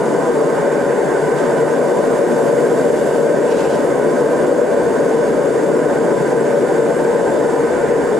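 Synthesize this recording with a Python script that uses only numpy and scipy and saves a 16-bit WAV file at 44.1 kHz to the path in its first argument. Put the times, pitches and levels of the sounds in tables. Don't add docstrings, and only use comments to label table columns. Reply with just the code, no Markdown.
import sys
import numpy as np
from scipy import signal
from scipy.fft import rfft, irfft, next_fast_len
from scipy.io import wavfile
from scipy.ndimage import uniform_filter1d

SR = 44100
rng = np.random.default_rng(int(sys.argv[2]) if len(sys.argv) > 2 else 0)


def to_wav(sig):
    pcm = np.clip(np.atleast_2d(sig), -1, 1) * 32767
    pcm = np.round(pcm).astype(np.int16)
    wavfile.write(sys.argv[1], SR, pcm.T)


N = 361179
SIZE = next_fast_len(N)
HZ = np.fft.rfftfreq(SIZE, 1 / SR)
TIME = np.arange(N) / SR


def gain_of(db):
    return 10 ** (np.asarray(db) / 20)


def follow(curve):
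    return gain_of(np.interp(TIME, *np.transpose(curve)))


def per_bin(points):
    hz, value = np.transpose(points)
    return np.interp(np.log(HZ + 1), np.log(hz + 1), value)


def resonance_db(modes):
    return sum(db / (1 + (2 * (HZ - hz) / width_hz) ** 2) for hz, width_hz, db in modes)


def below(hz, order=24):
    return 1 / (1 + (HZ / hz) ** order)


def wave(spectra):
    return irfft(spectra, SIZE)[:, :N]


def unit_rms(stereo):
    return stereo / np.std(stereo.mean(0))


def wander(rate_hz):
    white = rfft(rng.standard_normal(SIZE))
    drift = irfft(white / (1 + (HZ / rate_hz) ** 2), SIZE)[:N]
    return (drift - drift.mean()) / drift.std()


def turbulence():
    # freq_hz, coherence (0-1)
    likeness = [(40, 0.7), (100, 0.6), (140, .99), (330, .92), (480, .96), (525, 0.35), (565, 1),
                (640, 0.8), (980, 0.9), (1200, 0.35), (1450, 0.85), (2800, 0.58), (9000, .81), (11500, .9),
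                (13000, .97)]
    # freq_hz, left_lead_rad
    phase_lead = [(35, .2), (110, .85), (210, 1), (330, .5), (495, .45), (525, 1.4), (550, -.7),
                  (635, -.85), (690, .05), (790, -.2), (1050, .15), (2800, -.1), (3800, .15), (10000, 0)]
    # freq_hz, left_minus_right_db
    balance = [(90, -2), (220, 2), (490, 2.5), (535, 6), (630, -1.5), (790, -1), (880, 2), (1020, -2.5),
               (1270, -3), (1500, -2), (3200, -3), (5000, 0), (6800, 1.5), (11000, -0.5)]
    left, independent = rfft(rng.standard_normal((2, SIZE)))
    coherence = np.clip(per_bin(likeness), 0, 1)
    right = coherence * left + np.sqrt(1 - coherence ** 2) * independent
    right *= np.exp(-1j * per_bin(phase_lead))
    lean = gain_of(per_bin(balance) / 2)
    return np.array([left * lean, right / lean])


def walls(echo_db, decay_s, above_hz, count=60):
    taps = np.zeros((2, SIZE))
    for channel in taps:
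        delay_s = rng.uniform(.003, .04, count)
        channel[(delay_s * SR).astype(int)] = rng.choice([-1, 1], count) * np.exp(-delay_s / decay_s)
    taps += taps[::-1] * 0.76
    taps /= np.linalg.norm(taps, axis=1, keepdims=True)
    high_pass = HZ ** 2 / (HZ ** 2 + above_hz ** 2)
    return 1 + gain_of(echo_db) * rfft(taps) * high_pass


def hiss_swells(room, sputter_db=-0.7):
    # centre_s, length_s, level_db
    swells = [(1.39, .05, -41), (1.447, .035, -44), (3.517, .035, -41), (3.566, .035, -47),
              (3.598, .03, -45), (3.635, .3, -40), (3.707, .035, -45), (3.742, .03, -45), (5.18, .2, -50)]
    # freq_hz, density_db
    swell_spectrum = [(1200, -36), (2600, 9), (3500, 1.5), (5300, 0.5), (7000, 0.5), (10000, -9.5),
                      (12500, -18), (14000, -36)]
    envelope = sum(gain_of(db) * np.exp(-(2 * (TIME - centre_s) / length_s) ** 2)
                   for centre_s, length_s, db in swells)
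    hiss = unit_rms(wave(turbulence() * room * gain_of(per_bin(swell_spectrum))))
    return hiss * envelope * gain_of(sputter_db * wander(rate_hz=70))


def gas_jet(room, trim_db=1.5, flutter_db=0.18, ring_hz=(7300, 7900), fizz_hz=10500, fizz_exponent=2.1):
    # freq_hz, density_db
    jet_spectrum = [(1500, -37), (2800, -1.5), (3300, -5), (4100, -8), (5300, -4.5), (6050, -8.5),
                    (6500, -8.5), (8000, -4.5), (10100, -6), (10600, -12), (11400, -10), (12000, -17),
                    (12700, -18), (13400, -29), (14500, -52)]
    # centre_hz, width_hz, lift_db
    tube_modes = [(2700,24,2), (2930,160,2.5), (3590,85,10), (4625,150,5), (6354,130,8.5), (6580,180,9.5),
                  (6760,110,6.5), (7119,106,4.5), (7440,70,7), (7520,70,6.5), (7670,210,6.5), (8550,80,6),
                  (9270,41,6), (10280,140,-0.5)]
    # time_s, level_db
    flow_curve = [(0.0, -41.5), (0.9, -41.9), (1.8, -41), (2.2, -40.5), (2.62, -39.5), (2.92, -40),
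                  (3.17, -39.5), (3.35, -41.5), (3.55, -41), (3.9, -41), (4.8, -41.5), (5.45, -41.9),
                  (6.05, -41.5), (6.7, -41.3), (8.2, -42.5)]
    # time_s, gain_db of the ring band
    ring_curve = [(0.0, .5), (1.5, .5), (2.0, -1), (2.7, 1), (3.6, -.5), (4.9, -1.3), (6.1, 1), (7.4, 1.5),
                  (8.2, -1)]
    tube = turbulence() * room * gain_of(per_bin(jet_spectrum) + resonance_db(tube_modes))
    ring_band = below(ring_hz[1]) - below(ring_hz[0])
    fizz_band = 1 - below(fizz_hz)
    flow = follow(flow_curve)
    hiss = wave(tube * (1 - ring_band - fizz_band))
    ring = wave(tube * ring_band) * follow(ring_curve)
    fizz = wave(tube * fizz_band) * (flow / flow.mean()) ** (fizz_exponent - 1)
    return unit_rms(hiss + ring + fizz) * flow * gain_of(trim_db + flutter_db * wander(rate_hz=23))


def flame(room, body_db=-21.0, howl_db=-16.0, rasp_db=-24.5, flutter_db=0.5, gust_db=1.3):
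    # freq_hz, density_db
    roar_spectrum = [(15, -25), (60, -25.5), (120, -17.5), (138, -1), (210, -3.5), (440, 0.5), (600, -3.5),
                     (700, -5), (1050, -18.5), (1330, -17.5), (1520, -14.5), (2000, -18), (2500, -27),
                     (4200, -57.5), (12000, -78)]
    # centre_hz, width_hz, lift_db
    chamber_modes = [(75.5,14,9), (121,11,-3.5), (150,19,2), (203,12,-2.5), (238,57,4), (309.6,99,6),
                     (337.4,15.4,-6), (365.4,37,6), (374,15,-2), (419,31,6), (441.7,14,-3.5), (458,38,13),
                     (474,14,1.5), (493.3,20.6,10.5), (520,19,-0.5), (562.2,49.5,12), (600,40,8),
                     (620,13,-3), (672,34,7), (779,31,9.5), (829,30,-5.5), (857,21,4.5), (889.7,46,12),
                     (993,77,12.5), (1044,20,-3), (1077,101,10.5), (1148,25,5), (1206,30,7.5),
                     (1278,32,6.5), (1433.6,26.5,11), (1498,62,5), (1582,110,7.5), (1746,25,6),
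                     (1824,22,2.5), (1900,17,7), (2125,56,3), (2305,58,5.5)]
    splits_hz = 112, 400, 525, 650, 1020, 1300
    # time_s, gain_db
    body_curve = [(0.0, -1), (0.6, -1.5), (1.1, -1.5), (1.7, -1), (2.8, 1.2), (3.7, -1.2), (4.4, 0.7),
                  (5.1, -1.5), (6.05, 0.5), (7.2, -1), (7.75, -2.2), (8.2, -2)]
    hollow_curve = [(0.0, -4), (0.8, -1), (2.0, -1), (3.1, 0), (3.7, 0), (4.6, -0.5), (5.5, 3.6),
                    (6.0, -1.5), (6.5, 0.5), (7.3, -1), (8.2, 1)]
    # time_s, gain_db
    high_howl_curve = [(0.0, -2), (0.7, -1.5), (1.35, -2.5), (2.08, 3), (2.5, 1), (2.93, 3.8), (3.58, 0),
                       (4.25, 1.5), (4.65, 3.5), (5.1, -3.5), (5.55, 0), (6.35, -1.2), (7.1, 1),
                       (7.9, -4.5)]
    # time_s, gain_db
    overtone_curve = [(0.0, 0), (0.48, 3.3), (0.7, -1), (1.1, -2), (1.45, 1.5), (2.5, 0.5), (3.35, -3),
                      (3.8, 0.5), (5.6, 0.8), (6.8, -2), (8.2, -1)]
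    # time_s, gain_db of the rasp's upper edge
    edge_curve = [(0.0, 0), (0.4, -1.5), (0.8, 1.5), (1.3, 1), (2.0, -1), (2.6, 0.9), (3.2, -0.8),
                  (4.2, 0.5), (5.5, -1), (6.1, 0.4), (7.6, -0.5), (7.75, 1.8), (8.2, -1)]
    draught_start_db, draught_db_per_s = -2.5, .5
    chamber = turbulence() * room * gain_of(per_bin(roar_spectrum) + resonance_db(chamber_modes))
    bands = np.diff([below(hz) for hz in splits_hz], axis=0, prepend=0, append=1)
    rumble, body, low_howl, high_howl, rasp, overtones, edge = (wave(chamber * band) for band in bands)
    hollow = follow(hollow_curve)
    draught = gain_of(draught_start_db + draught_db_per_s * TIME + gust_db * wander(rate_hz=2))
    body = unit_rms(body * follow(body_curve) + rumble * draught)
    howl = unit_rms(low_howl * hollow ** 0.53 + high_howl * follow(high_howl_curve))
    rasp = (rasp + overtones * follow(overtone_curve)) * hollow ** -0.35
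    rasp = unit_rms(rasp + edge * follow(edge_curve))
    flutter = gain_of(flutter_db * wander(rate_hz=17))
    return body * gain_of(body_db) + howl * gain_of(howl_db) + rasp * flutter * gain_of(rasp_db)


def scene():
    room = walls(echo_db=-6.0, decay_s=0.024, above_hz=1380)
    return flame(room) + gas_jet(room) + hiss_swells(room)


def record(dry, threshold_db=-6, squeeze=0.53, recovery_db_per_s=70, cutoff_hz=14250):
    peak_db = 20 * np.log10(abs(dry).max(0) + 1e-9)
    over_db = np.maximum(peak_db - threshold_db, 0)
    fall_db = TIME * recovery_db_per_s
    held_db = np.maximum.accumulate(over_db + fall_db) - fall_db
    ducked = dry / gain_of(squeeze * uniform_filter1d(held_db, size=60))
    low_pass = signal.firwin(511, cutoff_hz, window=("kaiser", 9), fs=SR)
    return signal.oaconvolve(ducked, low_pass[None], "same")


dry = scene()
out = record(dry)
to_wav(out)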